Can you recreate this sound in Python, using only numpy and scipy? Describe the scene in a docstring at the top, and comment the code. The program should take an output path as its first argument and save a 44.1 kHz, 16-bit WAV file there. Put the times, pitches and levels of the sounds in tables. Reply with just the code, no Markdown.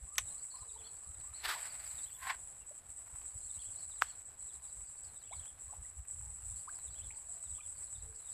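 """Casting in a reed marsh.

An angler casts: contacts ring the reel with a sharp clack, the rod sheds turbulence in a swish, and
line rubs off the spool until braked in a short rush. Later a cushioned blow gives a hollow pop.
Insects rasp against a resonance, a small bird twitters, a far one whoops and bubbles ring in the water.
Reeds scatter short echoes; a light breeze stirs the leaves and rumbles on the microphone."""
import sys
import numpy as np
from scipy import signal
from scipy.fft import rfft, irfft, next_fast_len
from scipy.io import wavfile
from scipy.ndimage import uniform_filter1d

SR = 44100
rng = np.random.default_rng(int(sys.argv[2]) if len(sys.argv) > 2 else 0)


def digitize_waveform(pressure):
    """Quantize a signal to 16-bit integers and store it at the path in sys.argv[1].

    Rows of a 2-D input are taken as channels; values are limited to [-1, 1].
    """
    field = np.atleast_2d(pressure).T
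    bounded = np.clip(field, -1, 1)
    quanta = np.round(bounded * 32767).astype(np.int16)
    wavfile.write(sys.argv[1], SR, quanta)


N = 367353
T = np.arange(N) / SR

# Spectra of the air's hush, the leaves and eddies at the microphone: (frequency [Hz], relative level [dB])
AIR_SPECTRUM = [(120, 10), (200, -1), (300, -2), (480, -0.5), (750, 3), (1100, -4), (1700, -3), (2600, -11),
                (4000, -11), (6000, -19.5), (11000, -12.5), (14300, -22)]
LEAF_SPECTRUM = [(400, -18), (1000, 5), (1600, -1), (2500, -3), (3500, -11.5), (6000, -14), (14300, -9)]
EDDY_SPECTRUM = [(12, -17), (28, -31), (45, -0.5), (56, -7), (63, 2.5), (71, -6.5), (85, -3), (110, -19.5),
                 (160, -23), (220, -40.5), (400, -71)]
# Puffs on the microphone and stirs of air in the leaves: (centre time [s], duration [s], level [dB])
GUSTS = [(.03, 0.09, -46.5), (.22, 0.24, -55), (.62, 0.057, -52), (1.095, 0.084, -51.5), (1.18, .07, -55),
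         (1.31, 0.054, -56), (1.48, 0.063, -56), (1.95, 0.04, -53), (3.14, 0.035, -48.5),
         (3.36, 0.036, -48.5), (3.58, 0.064, -53), (3.69, .07, -53.5), (4.8, 0.17, -55.5),
         (5.385, 0.18, -52.5), (5.68, 0.14, -57), (5.805, 0.1, -50), (5.998, 0.086, -46.5),
         (6.25, 0.38, -51.5), (6.5, 0.28, -51), (6.9, 0.14, -52.5), (7.05, 0.23, -52), (7.52, 0.19, -53),
         (8.04, 0.34, -53)]
RUSTLES = [(3.15, 0.49, -73.5)]

# The far bird's rising whoops: (time [s], peak level [dB])
WHOOPS = [(0.071, -63.5), (.31, -71), (.55, -66), (0.775, -70), (1.011, -68.5), (1.23, -67.5)]
# Faint distant hoots: (time [s], duration [s], pitch [Hz], level [dB])
HOOTS = [(0.551, 0.51, 440, -76), (3.77, 0.13, 742, -76), (6.193, 0.11, 899, -70),
         (6.708, 0.078, 735, -66.5), (7.078, 0.14, 901, -69.5), (7.253, 0.2, 701, -73),
         (7.994, 0.23, 451, -72.5)]
# The small bird's phrase of falling slurs: (time before its end [s], pitch [Hz], relative level [dB])
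SLURS = [(.5, 3850, -2.5), (0.46, 4100, 2), (.39, 4270, -0.5), (.365, 4680, -1.5), (.265, 4470, -1.5),
         (.2, 4580, -2.5), (0.2, 5130, -3), (.16, 4150, -1.5), (.08, 3730, 3.5), (.045, 4620, -4.5),
         (.028, 4020, 0.5)]
# It sings the whole phrase or only the last part: (end time [s], slurs [count], level [dB])
PHRASES = [(.78, 11, -65), (1.238, 7, -73), (2.07, 9, -60.5), (3.585, 8, -73), (4.001, 11, -66),
           (4.579, 4, -70), (4.73, 3, -71), (5.246, 8, -69), (5.41, 3, -66), (6.62, 6, -79),
           (6.96, 9, -65.5), (7.54, 11, -72), (8.04, 7, -68.5), (8.36, 6, -67)]
# Two arched notes: (delay [s], duration [s], first pitch [Hz], middle pitch [Hz], last pitch [Hz])
FLOURISH_NOTES = [(0, .05, 2850, 3430, 2350), (.06, .056, 2650, 3500, 2800)]
# That flourish, closing most phrases, and higher arched calls: (time [s], level [dB])
FLOURISHES = [(.772, -66), (2.058, -64.5), (3.584, -66), (3.995, -67), (5.235, -67.5), (5.395, -68),
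              (6.952, -65.5), (7.545, -68)]
HIGH_CALLS = [(0.502, -60.5), (0.831, -61.5), (1.338, -58), (3.41, -71), (3.76, -65), (4.061, -65)]

# The insects' resonance and the band above it: (frequency [Hz], relative level [dB])
BUZZ_SPECTRUM = [(5800, -46.5), (6500, -35.5), (6950, -22.5), (7250, -13), (7450, -10.5), (7750, -6),
                 (8020, -0.5), (8300, -19), (8650, -19), (9200, -52.5)]
UPPER_BUZZ_SPECTRUM = [(8000, -22.5), (8700, -2), (9400, 0.5), (10000, 1.5), (10300, -9.5), (10800, -16.5),
                       (12000, -25.5), (14300, -17.5)]
# Envelope of the insect chorus: (time [s], level [dB])
CHORUS_LEVEL = [(0.0, -56), (0.22, -45), (0.7, -52), (2.04, -47), (2.16, -54.5), (2.26, -48.5),
                (2.62, -54.0), (3.68, -46.1), (4.36, -53.9), (4.46, -48), (5.1, -51), (5.22, -57),
                (5.32, -49.5), (6.04, -51.5), (6.14, -48), (6.36, -50), (6.54, -45), (6.74, -49.5),
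                (7.92, -48.5), (8.04, -53), (8.22, -51.5), (8.32, -47)]
# Runs of chirps at a steady pace: (first chirp [s], rate [1/s], chirps [count])
CHIRP_RUNS = [(0.061, 7.64, 19), (2.508, 10.96, 4), (2.904, 10.84, 16), (4.4, 11.92, 9), (5.154, 9.0, 4),
              (5.622, 8.18, 23)]
# Brief dips as the near insects rest: (centre time [s], duration [s])
RESTS = [(0.162, 0.018), (2.645, .035), (2.844, 0.094), (3.086, 0.031), (4.364, 0.026), (4.596, 0.052),
         (5.561, 0.07), (5.937, 0.031), (6.037, 0.081), (7.156, 0.025)]

# Ringing bubbles: (time [s], duration [s], first pitch [Hz], last pitch [Hz], level [dB])
BUBBLES = [(0.54, 0.016, 1015, 1086, -50), (0.56, .016, 980, 990, -53.5), (0.619, 0.025, 1020, 1050, -54),
           (0.757, 0.019, 980, 860, -52), (2.604, 0.04, 2750, 2720, -66), (2.708, 0.016, 563, 630, -52),
           (5.31, 0.032, 590, 1354, -46.5), (5.326, 0.014, 2190, 2200, -49.5),
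           (5.687, 0.038, 1043, 1150, -59.5), (5.726, 0.0064, 720, 920, -48),
           (5.733, 0.0087, 630, 1250, -46), (5.846, 0.011, 1820, 2060, -57), (6.675, 0.027, 948, 1770, -44),
           (7.105, 0.0083, 1970, 2840, -44.5), (7.584, 0.015, 1115, 1270, -54),
           (7.604, 0.01, 2470, 2420, -50)]
# Blows that excite the pop: (time [s], force level [dB])
POP_BLOWS = [(4.0155, -36), (4.0218, -39), (4.0213, -10.5)]
# Modes of the pop: (frequency [Hz], gain [dB], 60 dB decay time [s])
POP_MODES = [(1140, -19, 0.012), (1316, -4, 0.01), (1530, -5.5, 0.0081), (2580, -9, 0.0034)]
# Envelope of the fizz around the pop: (time [s], level [dB])
FIZZ_LEVEL = [(4.005, -84), (4.017, -47), (4.022, -36.5), (4.028, -49.5), (4.05, -57.5), (4.1, -64.5),
              (4.2, -75)]
# Spectrum of that fizz: (frequency [Hz], relative level [dB])
FIZZ_SPECTRUM = [(350, -28), (750, 0), (1400, 3.5), (2500, -3.5), (5000, -6.5), (10000, -10.5),
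                 (14300, -16)]

# Contacts on the reel: (time [s], force level [dB], contact cut-off [Hz], relative rattle level [dB])
REEL_CONTACTS = [(0.157, -47, 6000, -13.5), (0.1812, -36, 15100, 1), (0.182, -19.5, 11800, -13.5),
                 (0.185, -22.5, 6000, -21), (1.116, -64, 12000, -17.5), (1.211, -54, 14000, -21),
                 (4.204, -57, 15000, -19), (5.457, -50, 9000, -23.5)]
# Modes of the tackle: (frequency [Hz], gain [dB], 60 dB decay time [s])
TACKLE_MODES = [(1190, -10, 0.0053), (2570, 0.5, 0.0027), (2960, -37, 0.0074), (3740, -19, 0.007),
                (6000, -2, 0.0033), (6900, -20, .004), (11700, -8.5, 0.0024)]
# Spectra of the rod's swish and the line's run, braking and hiss: (frequency [Hz], relative level [dB])
SWISH_SPECTRUM = [(120, -64), (200, -40), (391, -16), (531, -21.5), (710, -10.5), (1100, -7.5),
                  (1780, -2.5), (2600, -8.5), (4650, -8), (6500, -25.5), (8450, -54), (14300, -120)]
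RUN_SPECTRUM = [(180, -42), (300, -22), (337, -48), (593, -3), (1320, -2), (2150, 0.5), (3290, -9.5),
                (4650, -6.5), (6500, -23), (8450, -51), (14300, -120)]
BRAKE_SPECTRUM = [(200, -50), (450, -58), (700, -3.5), (880, -5.5), (1060, 6.5), (1240, -9.5), (1600, 1),
                  (2000, -0.5), (2400, -6.5), (3000, -11), (4600, -14), (6500, -31), (9000, -55)]
HISS_SPECTRUM = [(4500, -31), (6500, -0.5), (9000, 6.5), (12000, 3.5), (14300, 3)]
# The rod whips through the air: (time [s], peak level [dB], rise [dB/s], fall [dB/s])
SWISHES = [(1.457, -36.5, 598, 750), (1.498, -35.5, 750, 218)]
# The line is braked: (time [s], peak level [dB], rise [dB/s], fall [dB/s], relative hiss level [dB])
SNATCHES = [(2.233, -51, 400, 204, -6), (2.279, -45, 453, 350, -10), (2.305, -33.5, 850, 850, -23),
            (2.347, -52, 1800, 1500, -16)]
# The rod's whistle sinks as it slows: (time [s], pitch [Hz], level [dB])
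ROD_SWOOSH = [(1.44, 1891, -56), (1.495, 1650, -45), (1.53, 1142, -46), (1.57, 865, -52), (1.63, 613, -78),
              (1.7, 598, -78)]
# The line's thin whizz rises, then sinks as the lure slows: (time [s], pitch [Hz], level [dB])
LINE_WHIZZ = [(1.5, 10900, -80), (1.6, 11400, -65), (1.75, 13500, -76), (1.9, 14000, -65),
              (2.05, 13700, -74.5), (2.17, 12300, -64), (2.26, 11000, -68), (2.34, 9500, -90)]


def from_db(db):
    """Amplitude ratio of a level in decibels."""
    return 10 ** (np.asarray(db) / 20)


def rms_one(x):
    """Normalisation to unit mean power."""
    return x / np.sqrt(np.mean(x ** 2) + 1e-20)


def in_time(rows):
    """Linear interpolation of each column of a curve at every sample."""
    times, *columns = np.transpose(rows)
    return [np.interp(T, times, column) for column in columns]


def add(out, s, sound):
    """Superposition: a sound joins the mix at time s."""
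    at = max(round(s * SR), 0)
    out[at:at + len(sound)] += sound[:max(N - at, 0)]


def swell(rows):
    """Amplitude envelope from a curve's last column, silent outside its span."""
    return from_db(in_time(rows)[-1]) * (T > rows[0][0]) * (T < rows[-1][0])


def peak(s, db, rise_db_per_s, fall_db_per_s):
    """Exponential growth to a peak at time s, then exponential decay."""
    slope = np.where(T < s, rise_db_per_s, fall_db_per_s)
    return from_db(db - np.minimum(np.abs(slope * (T - s)), 200))


def humps(rows):
    """An envelope of superposed raised-cosine swells."""
    out = np.zeros(N)
    for s, length, db in rows:
        add(out, s - length / 2, from_db(db) * np.hanning(int(length * SR)))
    return out


def gate(start, end, rise_s, fall_s):
    """A trapezoidal envelope, its edges centred on the two times."""
    corners = [start - rise_s / 2, start + rise_s / 2, end - fall_s / 2, end + fall_s / 2]
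    return np.interp(T, corners, [0, 1, 1, 0])


def drift(rate):
    """Random modulation of unit rms, passing through `rate` new values a second."""
    return rms_one(np.interp(T * rate, np.arange(N // 20), rng.standard_normal(N // 20)))


def noise(spectrum):
    """Spectral shaping of white noise, at unit rms."""
    size = next_fast_len(N)
    hz, db = np.transpose(spectrum)
    bin_hz = np.maximum(np.arange(size // 2 + 1) * SR / size, 1)
    gain = from_db(np.interp(np.log(bin_hz), np.log(hz), db))
    return rms_one(irfft(rfft(rng.standard_normal(N), size) * gain, size)[:N])


def narrow_noise(hz, width_hz):
    """Random quadrature modulation spreads a steady or gliding pitch into a band of unit rms."""
    phase = 2 * np.pi * np.cumsum(hz + np.zeros(N)) / SR
    return rms_one(drift(width_hz) * np.cos(phase) + drift(width_hz) * np.sin(phase))


def low_pass(x, hz):
    """Two-pole attenuation above a cut-off."""
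    return signal.sosfilt(signal.butter(2, min(hz, .45 * SR), fs=SR, output="sos"), x)


def whistle(length, first_hz, middle_hz, last_hz, waver=0.0216):
    """Frequency modulation: a sine swells and fades as its unsteady pitch bends through three points."""
    progress = np.linspace(0, 1, max(int(length * SR), 8))
    parabola = np.polyfit([0, .5, 1], [first_hz, middle_hz, last_hz], 2)
    unsteadiness = np.interp(progress, np.linspace(0, 1, 10), rng.standard_normal(10))
    hz = np.polyval(parabola, progress) * (1 + waver * unsteadiness)
    return np.sin(2 * np.pi * np.cumsum(hz) / SR) * np.abs(np.sin(np.pi * progress)) ** .3


def ring(force, modes):
    """Modal resonance: a force drives damped oscillators, whose sum is high-passed."""
    out = np.zeros(N)
    for hz, db, t60 in modes:
        radius = from_db(-60 / (t60 * SR))
        pole_real = radius * np.cos(2 * np.pi * hz / SR)
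        out += from_db(db) * signal.lfilter([1, -pole_real], [1, -2 * pole_real, radius ** 2], force + 1e-18)
    return signal.sosfilt(signal.butter(4, 700, "high", fs=SR, output="sos"), out)


def reeds(x, wet_db, t60, dull_hz):
    """Multiple scattering: countless stems give a sound a short, dull tail."""
    t = T[:SR // 2]
    tail = low_pass(rng.standard_normal(len(t)), dull_hz) * from_db(-60 * t / t60)
    return x + from_db(wet_db) * signal.fftconvolve(x, tail / np.linalg.norm(tail))[:N]


def breeze(air_db=-68.5, waver_db=1.9, leaves_db=-73.5, crinkle_db=4.0, calm_db=-69.0, lump_db=5.5):
    """Turbulence makes a soft hush, stirs the leaves and buffets the microphone."""
    hush = from_db(air_db + waver_db * drift(20)) * noise(AIR_SPECTRUM)
    stirring = from_db(leaves_db) + humps(RUSTLES)
    leaves = stirring * from_db(crinkle_db * drift(150)) * noise(LEAF_SPECTRUM)
    eddies = noise(EDDY_SPECTRUM)
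    eddies /= np.sqrt(uniform_filter1d(eddies ** 2, size=SR // 30) + 0.046)   # gusts set the strength
    rumble = from_db(calm_db + lump_db * np.minimum(drift(16), 1)) * noise(EDDY_SPECTRUM)
    return hush + leaves + humps(GUSTS) * eddies + rumble


def far_birds(hoot_width_hz=110):
    """Scattering over distance blurs rising whoops and narrow-band hoots."""
    out = np.zeros(N)
    for s, db in WHOOPS:
        add(out, s, from_db(db) * whistle(length=0.11, first_hz=1043, middle_hz=1220, last_hz=1320))
    for s, length, hz, db in HOOTS:
        arch = np.sqrt(np.hanning(int(length * SR)))
        add(out, s, from_db(db) * arch * narrow_noise(hz, hoot_width_hz)[:len(arch)])
    return reeds(out, wet_db=-8.0, t60=0.26, dull_hz=3000)


def slur(length, hz, glide_hz=286):
    """A linear frequency sweep falling through a pitch."""
    return whistle(length, hz + glide_hz, hz, hz - glide_hz)


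def small_bird(slur_s=0.023, grace_db=-10, grace_s=.09, grace_hz=4350, grace_spread_hz=550, rasp_db=4.0):
    """Frequency sweeps form a hurried song with soft grace notes; amplitude modulation roughens it."""
    song = np.zeros(N)
    for end, count, db in PHRASES:
        for before, hz, note_db in SLURS[-round(count):]:
            when, step, stretch = rng.uniform(-1.1, 1, 3)
            start = end - before - slur_s / 2
            length = slur_s * (1 + .3 * stretch)
            add(song, start, from_db(db + note_db) * slur(length, hz))
            grace_note = slur(length, grace_hz + grace_spread_hz * step)
            add(song, start + grace_s * when, from_db(db + grace_db) * grace_note)
    for s, db in FLOURISHES:
        for delay, *arch in FLOURISH_NOTES:
            add(song, s + delay, from_db(db) * whistle(*arch))
    for s, db in HIGH_CALLS:
        add(song, s, from_db(db) * whistle(length=0.071, first_hz=3950, middle_hz=4370, last_hz=3950))
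    return reeds(song * from_db(rasp_db * drift(400)), wet_db=-10, t60=.25, dull_hz=6500)


def chorus_gain(duty=0.73, rise_s=0.015, fall_s=0.023, jitter_s=0.0092,
                chirp_db=-0.5, spread_db=1.0, far_db=-2.5, rest_db=-6):
    """Incoherent sources add in power: uneven chirps over far insects, dipping at each rest."""
    power = np.zeros(N)
    for first, rate, count in CHIRP_RUNS:
        length = duty / rate + (rise_s + fall_s) / 2
        t = T[:int(length * SR)]
        chirp = np.clip(np.minimum(t / rise_s, (length - t) / fall_s), 0, 1)
        for k, (late, strong) in enumerate(rng.standard_normal((int(count), 2))):
            start = first + k / rate - length / 2 + jitter_s * late
            add(power, start, (from_db(chirp_db + spread_db * strong) * chirp) ** 2)
    resting = sum(gate(s - length / 2, s + length / 2, fall_s, rise_s) for s, length in RESTS)
    return from_db(in_time(CHORUS_LEVEL)[0] + rest_db * resting) * np.sqrt(power + from_db(far_db) ** 2)


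def insects(stroke_hz=112.5, ring_hz=7940, tone_share=0.25, flutter_db=1.38, throb_db=0.88, upper_db=-14):
    """Stridulation: rapid rasping strokes pulse a sharp resonance and a weaker band above it."""
    stroke_phase = 2 * np.pi * np.cumsum(stroke_hz * (1 + 0.0309 * drift(12))) / SR
    pulses = rms_one(1 + 0.15 * np.cos(stroke_phase) + 0.081 * np.cos(2 * stroke_phase))
    # the nearest insect rings almost purely, its pitch wandering from stroke to stroke
    pitch_hz = ring_hz + 90 * drift(40) + 130 * drift(700)
    tone = rms_one(np.sin(2 * np.pi * np.cumsum(pitch_hz) / SR))
    resonance = np.sqrt(1 - tone_share) * noise(BUZZ_SPECTRUM) + np.sqrt(tone_share) * tone
    resonance *= from_db(flutter_db * drift(70) + throb_db * drift(28))
    chirps = chorus_gain()
    upper_band = from_db(upper_db + 1.2 * drift(4.5)) * noise(UPPER_BUZZ_SPECTRUM)
    return chirps * pulses * (resonance + upper_band)


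def bubbles(damping_db=7, gurgle_db=-17, gurgle_s=.1, gurgle_fade_db=10, gurgle_count=6, wobble_db=1.5):
    """Volume resonance: each bubble rings, mostly rising as it nears the surface, and sheds weaker ones."""
    out = np.zeros(N)
    for s, length, first_hz, last_hz, db in BUBBLES:
        tone = whistle(length, first_hz, np.sqrt(first_hz * last_hz), last_hz)
        decay = from_db(db - np.linspace(0, damping_db, len(tone)))
        add(out, s, decay * tone * np.hanning(len(tone)) ** 0.11)
        for when, octave in rng.random((gurgle_count, 2)):
            hz = last_hz * 2 ** (octave - 1)
            gain = from_db(db + gurgle_db - gurgle_fade_db * when)
            add(out, s + length / 2 + gurgle_s * when, gain * whistle(length / 2, hz, hz, 1.36 * hz))
    return reeds(out * from_db(wobble_db * drift(350)), wet_db=-19, t60=0.25, dull_hz=3020)


def pop(contact_hz=2100):
    """Impulse response: a cushioned blow rings hollowly for a few cycles, wrapped in a short fizz."""
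    force = np.zeros(N)
    for s, db in POP_BLOWS:
        add(force, s, from_db([db]))
    return ring(low_pass(force, contact_hz), POP_MODES) + swell(FIZZ_LEVEL) * noise(FIZZ_SPECTRUM)


def tackle(rattle_t60=0.02):
    """Impact excitation: contacts on the reel, each with a brief rattle, ring its damped modes."""
    force, t = np.zeros(N), T[:SR // 20]
    for s, db, contact_hz, rattle_db in REEL_CONTACTS:
        push = from_db(rattle_db - 60 * t / rattle_t60) * rng.standard_normal(len(t))
        push[0] = 1   # the impact itself
        add(force, s, from_db(db) * low_pass(push, contact_hz))
    return reeds(ring(force, TACKLE_MODES), wet_db=-17, t60=0.098, dull_hz=6860)


def cast(full_speed_s=1.536, brake_s=2.1, spin_up_db_per_s=90, brake_db_per_s=250,
         swish_hiss_db=-8, grain_db=1.0, loops_db=2.0):
    """Turbulence and friction: the rod cuts the air; line rubs off the spool in loops and is braked."""
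    swishing = sum(peak(*row) for row in SWISHES)
    unbraked = from_db(-brake_db_per_s * np.clip(T - brake_s, 0, 1))
    # the rush of the line dies away as the lure slows
    running = unbraked * peak(full_speed_s, -51.5, spin_up_db_per_s, fall_db_per_s=33.5)
    running_hiss = unbraked * peak(full_speed_s, -62, spin_up_db_per_s, fall_db_per_s=7)
    braking = sum(peak(*shape) for *shape, _ in SNATCHES)
    braking_hiss = sum(from_db(hiss_db) * peak(*shape) for *shape, hiss_db in SNATCHES)
    hissing = from_db(swish_hiss_db) * swishing + braking_hiss + running_hiss
    rush = (swishing * noise(SWISH_SPECTRUM) + running * noise(RUN_SPECTRUM)
            + braking * noise(BRAKE_SPECTRUM) + hissing * noise(HISS_SPECTRUM))
    swoosh = swell(ROD_SWOOSH) * narrow_noise(in_time(ROD_SWOOSH)[0], width_hz=480)
    whizz = swell(LINE_WHIZZ) * narrow_noise(in_time(LINE_WHIZZ)[0], width_hz=2500)
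    unevenness = from_db(grain_db * drift(600) + loops_db * drift(70))
    return unevenness * rush + swoosh + whizz


def scene():
    """Superposition of all sources as heard from the bank, in one channel."""
    return (insects() + small_bird() + far_birds() + bubbles() + cast() + tackle() + pop() + breeze())[None]


def record(dry, cutoff_hz=14250):
    """Band limiting: a steep low-pass removes the highest treble."""
    return signal.sosfilt(signal.ellip(10, .1, 70, cutoff_hz, fs=SR, output="sos"), dry)


dry = scene()
out = record(dry)
digitize_waveform(out)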